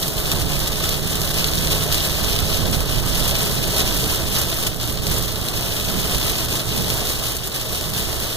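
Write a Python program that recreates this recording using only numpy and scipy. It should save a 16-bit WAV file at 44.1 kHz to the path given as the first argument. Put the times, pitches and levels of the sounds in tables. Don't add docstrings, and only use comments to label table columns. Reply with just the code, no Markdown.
import sys
import numpy as np
from scipy import signal
from scipy.fft import rfft, irfft
from scipy.io import wavfile

SR = 44100
rng = np.random.default_rng(int(sys.argv[2]) if len(sys.argv) > 2 else 0)


def generate_wav(sig):
    pcm = np.round(np.clip(np.atleast_2d(sig).T, -1, 1) * 32767).astype(np.int16)
    wavfile.write(sys.argv[1], SR, pcm)


N = 368676
TIME, HZ = np.arange(N) / SR, np.fft.rfftfreq(N, 1 / SR)

# frequency in Hz, relative density in dB per Hz.
GLASS_SPECTRUM = [(1500, -22), (2150, -10), (2480, -1.3), (3000, -1.3), (3650, 0), (4250, -2), (4800, -3.5),
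                  (5400, -4.2), (6400, -10), (8000, -19), (11000, -30)]
# frequency in Hz, relative density in dB per Hz.
SPRAY_SPECTRUM = [(600, -20), (1500, -6), (3000, -2.5), (5000, -1), (6500, -.5), (8000, -.8), (9300, .2),
                  (10500, -.4), (12800, 0), (15200, 1.2)]
# frequency in Hz, correlation from 0 to 1.
MIC_LIKENESS = [(30, 1), (160, 0.46), (290, 0.054), (420, 0.55), (650, 0.93), (1000, 0.34), (1800, 0.026)]


def gain_of(db):
    return 10 ** (np.asarray(db) / 20)


def evened(x):
    return x / np.sqrt(np.mean(x ** 2) + 1e-20)


def over_time(rows):
    s, *columns = np.transpose(rows)
    return [np.interp(TIME, s, c) for c in columns]


def over_hz(rows):
    hz, *columns = np.transpose(rows)
    return [np.interp(np.log(HZ + 1), np.log(hz + 1), c) for c in columns]


def colour(x, spectrum):
    response = evened(gain_of(over_hz(spectrum)[0]))
    return irfft(rfft(x) * response, N)


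def wander(slow_hz, fast_hz):
    band = HZ / (HZ + slow_hz) / (1 + (HZ / fast_hz) ** 2)
    return evened(irfft(rfft(rng.standard_normal(N)) * band, N))


def noise_pair(same, lag):
    a, b = rfft(rng.standard_normal((2, N)))
    same = np.clip(same, -1, 1)
    left = a * np.exp(-1j * lag)
    right = same * a + np.sqrt(1 - same ** 2) * b
    return irfft(np.array([left, right]), N)


def impacts(per_s, spread_db):
    size = gain_of(spread_db * np.minimum(rng.exponential(1, N), 4.5))
    return size * (rng.random(N) < per_s / SR)


def dying(hits, decay_s):
    energy = signal.lfilter([1], [1, -np.exp(-2 / (decay_s * SR))], hits ** 2)
    return np.sqrt(energy + 1e-20)


def in_cabin(envelope, decay_s, wet_db):
    keep = np.exp(-2 / (decay_s * SR))
    tail_energy = signal.lfilter([1 - keep], [1, -keep], envelope ** 2)
    return np.sqrt(envelope ** 2 + gain_of(wet_db) ** 2 * tail_energy)


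def splash(envelope, spectrum):
    return colour(envelope * rng.standard_normal((2, N)), spectrum)


def windshield(rain_db, spray_db):
    hits = impacts(per_s=3200, spread_db=4.0)
    rings = hits * gain_of(5.9 * rng.uniform(-1.9, 1, N))
    glass = in_cabin(dying(rings, decay_s=0.0013), decay_s=0.016, wet_db=1.5)
    spray = in_cabin(dying(hits, decay_s=0.00018), decay_s=0.034, wet_db=2.5)
    glass = evened(glass) * gain_of(rain_db + 0.58)
    spray = evened(spray) * gain_of(rain_db + spray_db + 2.5)
    return splash(glass, GLASS_SPECTRUM) + splash(spray, SPRAY_SPECTRUM)


def big_drops(crack_db, ring_db):
    # landing time in seconds, relative crack level in dB, relative ring level of the glass in dB.
    heavy_drops = [(0.08, -7.5, -35), (0.3165, -11, -20), (0.3225, -18, -21), (0.602, -12, -25),
                   (0.6765, -6.5, -35), (0.8395, -7, -28), (0.8913, -5.5, -26), (1.1545, -7, -22),
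                   (1.2162, -7, -26), (1.3075, -10, -23), (1.3422, -9, -23), (1.4433, -15, -14.5),
                   (1.5352, -13, -17), (1.586, -12, -23), (1.672, -10, -20), (1.9246, -13, -22),
                   (2.051, -8.5, -27), (2.363, -19, -20), (2.3895, -9, -18), (2.805, -10, -23),
                   (3.3112, -12.5, -22), (3.8766, -14, -18), (4.1224, -11, -31), (4.3848, -8.5, -27),
                   (4.4152, -4.5, -23), (4.4997, -8.5, -26), (4.627, -10.5, -30), (4.6697, -7, -20),
                   (4.8976, -12, -30), (4.9738, -19, -22.5), (5.0681, -10, -18), (5.115, -7, -26),
                   (5.4857, -11, -24), (5.7994, -18, -22), (6.2975, -6, -22), (6.5535, -9, -25),
                   (6.7783, -9, -28), (6.8212, -10, -32), (6.902, -8, -20), (7.006, -14, -20),
                   (7.0705, -13, -23), (7.367, -8.5, -34), (7.4725, -10, -29), (7.561, -14, -28),
                   (7.8113, -15, -26), (7.9369, -17, -26), (7.9791, -14, -28)]
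    cracks, rings = np.zeros((2, N))
    for s, peak_db, glass_db in heavy_drops:
        cracks[round(s * SR)] = gain_of(peak_db + crack_db)
        rings[round(s * SR)] = gain_of(glass_db + ring_db)
    crack = in_cabin(dying(cracks, decay_s=0.00048), decay_s=0.0067, wet_db=4.0)
    return splash(crack, SPRAY_SPECTRUM) + splash(dying(rings, decay_s=0.0014), GLASS_SPECTRUM)


def near_drops(level_db):
    # frequency in Hz, relative density of a tick in dB per Hz.
    tick_spectrum = [(500, -20), (1500, -10), (3000, -7), (5000, -4), (8000, -0.5), (11000, -1),
                     (15000, 0.5), (18000, -4.5)]
    mic_lag_s, mic_shade_db = 0.00011, 4
    echo_s, echo_db = 0.0003, -5.5
    hits = impacts(per_s=300, spread_db=3.0) * gain_of(level_db)
    at = np.flatnonzero(hits)
    side, path = rng.uniform(-1, 1, (len(at), 2)).T
    ticks = np.zeros((2, N))
    for channel, facing in enumerate((-side, side)):
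        for bounce in range(4):
            echo_delay_s = bounce ** 1.5 * echo_s * 2 ** path
            arrival_s = at / SR - facing * mic_lag_s + echo_delay_s
            index = np.clip(np.round(arrival_s * SR), 0, N - 1).astype(int)
            size = hits[at] * gain_of(facing * mic_shade_db + bounce * echo_db)
            polarity = rng.choice([-1, 1], len(at))
            ticks[channel] += np.bincount(index, size * polarity, N)
    return colour(ticks, tick_spectrum)


def roof(rain_db):
    # frequency in Hz, relative density of the drumming in dB per Hz.
    roof_spectrum = [(120, -15), (350, 0), (650, 1), (800, -2), (960, -3.5), (1180, -1), (1380, -3.7),
                     (2000, -4), (2600, -14), (4000, -35)]
    patter = evened(dying(impacts(per_s=800, spread_db=2.5), decay_s=0.0077))
    noise = noise_pair(over_hz(MIC_LIKENESS)[0], lag=0.21)
    return colour(patter * gain_of(rain_db - 8.0) * noise, roof_spectrum)


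def rain_changes():
    # centre in
    # seconds, half length in seconds, change in dB.
    swells_and_dips = [(0.329, 0.013, 2.5), (0.632, 0.011, -1.5), (0.761, 0.01, -3), (0.875, 0.068, 1.5),
                       (1.31, 0.009, 3), (1.398, 0.034, 3), (1.721, 0.013, 4.5), (1.96, 0.035, 2),
                       (2.056, 0.03, 1.5), (2.337, 0.073, 0.4), (2.536, 0.045, 3.5), (2.743, 0.016, 4),
                       (3.29, 0.17, 2), (3.793, 0.031, 5.5), (4.12, 0.052, 2), (4.39, 0.046, 4),
                       (4.64, 0.063, 1.5), (4.673, 0.008, 3), (5.16, 0.04, 2), (6.006, 0.021, 2.5),
                       (6.123, 0.03, 2), (6.254, 0.025, 2.5), (6.433, 0.018, 1.5), (6.545, 0.035, 1.5),
                       (7.022, 0.12, 1.5), (7.101, 0.012, 3), (7.265, 0.043, 2.5), (7.558, 0.02, 2),
                       (7.65, 0.03, 1), (7.765, 0.017, 1.5), (7.982, 0.024, 3), (8.112, 0.028, 2)]
    # centre in seconds, half length in seconds, change in dB.
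    lulls = [(0.14, 0.095, -2.5), (0.46, 0.031, -3.5), (1.006, 0.052, -3), (1.183, 0.02, -1.5),
             (1.329, 0.0088, -2), (1.876, 0.04, -1), (2.445, 0.035, -0.5), (2.785, 0.018, -2),
             (2.857, 0.018, -3.3), (4.27, 0.031, -2), (4.742, 0.058, -4.8), (4.97, 0.11, -2),
             (4.979, 0.048, -4), (5.385, 0.073, -2.5), (6.473, 0.011, -6.5), (6.643, 0.024, -4.5),
             (7.4, 0.033, -4.5), (7.51, 0.025, -3), (7.885, 0.076, -1)]
    edge = 8.9
    return sum(db * np.exp(-abs((TIME - s) / half_s) ** edge) for s, half_s, db in swells_and_dips + lulls)


def road(level_db):
    # frequency in Hz, relative density of the roar in dB per Hz.
    road_spectrum = [(20, -19), (60, 0), (170, -0.5), (215, -3), (290, -4), (340, -1), (400, -2),
                     (500, -5.5), (650, -2.5), (780, -9), (1200, -12.5), (1800, -17), (3000, -41)]
    noise = noise_pair(over_hz(MIC_LIKENESS)[0], lag=0.66)
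    return gain_of(level_db + 1.5) * colour(noise, road_spectrum)


def wind(level_db):
    # frequency in Hz, relative density of the buffeting in dB per Hz.
    buffet_spectrum = [(8, -2), (20, -8), (34, -0.5), (50, -2), (85, -4.5), (110, -6.5), (170, -7.5),
                       (220, -15.5), (320, -16.5), (800, -48)]
    balance = gain_of([[-11], [2.3]])
    return balance * gain_of(level_db) * colour(noise_pair(0.98, lag=1.0), buffet_spectrum)


def wipers():
    # loudest moment in seconds, relative level in dB.
    sweeps = [(.42, -32.5), (1.07, -26), (1.6, -27), (2.67, -22), (3.5, -25), (4.32, -28.5), (5.1, -27),
              (5.96, -25), (6.82, -24.5), (7.95, -31)]
    # frequency in Hz, relative density in dB per Hz.
    cowl_spectrum = [(70, -16), (120, -4.5), (175, 3.5), (220, -2), (300, -10.5), (450, -10), (900, -38)]
    width_s = 0.083
    swell = sum(gain_of(db) * np.exp(-((TIME - s) / width_s) ** 2 / 2) for s, db in sweeps)
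    balance = gain_of([[-6], [-1]])
    return balance * swell * colour(noise_pair(0.55, lag=1.6), cowl_spectrum)


def engine():
    # time in seconds, firing rate in Hz, relative level in dB.
    pull = [(0, 147.5, -37.5), (0.35, 148.8, -34), (1.35, 148.7, -35.5), (1.75, 150.6, -29),
            (2.1, 150.6, -35), (2.4, 150.2, -33), (2.65, 147.3, -33), (2.95, 130, -35), (3.35, 126, -36.5),
            (3.8, 131, -35), (4.0, 129, -33), (4.4, 122, -34.5), (4.7, 119.3, -38), (5.2, 118.4, -34.5),
            (6.2, 119, -36.5), (6.7, 119.7, -32), (7.5, 119.5, -37), (8.36, 119.5, -37)]
    # share of the firing rate, relative level in dB.
    exhaust_booms = [(3 / 8, -3), (5 / 8, 0)]
    cruise_hz = 120
    hz, level_db = over_time(pull)
    boom_db = -9.5 + 0.2056 * (hz - cruise_hz)
    turns = np.cumsum(hz * (1 + 0.0016 * wander(slow_hz=1, fast_hz=9.8))) / SR
    left_lag = np.array([[1.1], [0]])
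    sound = np.sin(2 * np.pi * turns - left_lag) * gain_of(1.3 * wander(slow_hz=2.8, fast_hz=9.5))
    for order, db in exhaust_booms:
        flutter_db = 1.2 * wander(slow_hz=2, fast_hz=6.9)
        boom = np.sin(2 * np.pi * order * turns - left_lag)
        sound = sound + boom * gain_of(boom_db + db + flutter_db)
    balance = gain_of([[-1.2], [5.4]])
    return balance * gain_of(level_db) * sound


def drivetrain(whine_hz, shaft_hz):
    # time in seconds, relative whine of the axle in dB, relative throb of the shaft in dB.
    levels = [(0, -43.5, -46), (1.6, -42.5, -39), (2.45, -39, -41), (2.93, -44, -26.5), (3.3, -45, -35),
              (3.9, -39, -35), (4.5, -44.5, -41), (6.3, -43, -42), (7.5, -45.5, -46), (8.36, -46, -40)]
    whine_db, shaft_db = over_time(levels)
    speed = 1 + 0.0036 * TIME + 0.0017 * wander(slow_hz=3.7, fast_hz=20)
    travel = np.cumsum(speed) / SR
    left_lag = np.array([[1.0], [0]])
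    whine = np.sin(2 * np.pi * whine_hz * travel) * gain_of(2.4 * wander(slow_hz=2.8, fast_hz=10.0))
    throb = np.sin(2 * np.pi * shaft_hz * travel - left_lag) * gain_of(1.8 * wander(slow_hz=1.5, fast_hz=5))
    whine = gain_of([[-1.2], [1.2]]) * gain_of(whine_db) * evened(whine)
    throb = gain_of([[-9], [4]]) * gain_of(shaft_db) * evened(throb)
    return whine + throb


def scene():
    # time in seconds, relative strength in dB, spray against glass ring in dB.
    downpour = [(0.0, -28.5, 2.5), (0.6, -28, -1), (1.3, -28.5, 0), (2.05, -26, -0.5), (2.7, -29, -1.7),
                (3.3, -27.5, 0.1), (3.9, -27.5, 0), (4.6, -29, 0), (5.4, -29.5, 0.5), (6.3, -27.5, -0.5),
                (7.0, -29.5, 0.6), (7.6, -31, 0.5), (8.36, -29.5, 0.5)]
    # time in seconds, relative wind buffeting in dB, relative road roar in dB.
    cab = [(0.0, -30, -31.5), (0.15, -29, -32.5), (0.38, -21.5, -29.5), (0.7, -27.5, -33),
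           (1.7, -25.5, -31), (1.97, -27.5, -31.0), (2.35, -23.5, -31), (2.95, -22.5, -30),
           (3.55, -26, -30.5), (3.9, -24, -29.5), (4.55, -29.5, -33.5), (5.1, -24.5, -32),
           (5.75, -29.5, -32.5), (6.15, -25, -30.5), (6.6, -30, -32), (6.9, -28, -31.5), (7.55, -35, -36),
           (8.0, -31.5, -33), (8.36, -28.5, -33.5)]
    rain_db, spray_db = over_time(downpour)
    buffet_db, road_db = over_time(cab)
    change_db = rain_changes() + 0.54 * wander(slow_hz=3.6, fast_hz=21.3)
    rain_db = rain_db + change_db
    spray_db = spray_db + 0.053 * change_db + 0.9 * wander(slow_hz=6, fast_hz=13)
    road_db = road_db + 0.33 * change_db + 1.0 * wander(slow_hz=2.8, fast_hz=5.4)
    rain = windshield(rain_db, spray_db) + big_drops(crack_db=-3.0, ring_db=5.5)
    rain = rain + near_drops(rain_db + spray_db + 12) + roof(rain_db)
    machinery = wipers() + engine() + drivetrain(whine_hz=426.5, shaft_hz=36.9)
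    return rain + road(road_db) + wind(buffet_db) + machinery


def record(dry):
    # frequency in Hz,
    # share of the right fed into the left, share of the left fed into the right, delay in seconds.
    crossfeed = [(650, 0, 0, .00041), (1250, .63, .54, .00041), (2000, .74, .66, .000404),
                 (2200, .74, .67, .000398), (2265, .74, .67, .000402), (2325, .74, .673, .00043),
                 (2665, .74, .673, .000376), (2760, .74, .67, .00039), (2870, .74, .66, .000399),
                 (3800, .6, .44, .000395), (5100, .47, .26, .000392), (7900, .4, .08, .000382),
                 (10400, .5, .08, .000385), (12800, .7, .1, .000391), (15100, .83, .2, .000396)]
    *shares, delay_s = over_hz(crossfeed)
    sides, share = rfft(dry), np.clip(shares, 0, 1)
    other = sides[::-1] * np.exp(-2j * np.pi * HZ * delay_s)
    wide = irfft(np.sqrt(1 - share ** 2) * sides - share * other, N)
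    low_pass = signal.firwin(511, 15520, window=("kaiser", 9), fs=SR)
    return signal.oaconvolve(wide, low_pass[None], "same")


dry = scene()
out = record(dry)
generate_wav(out)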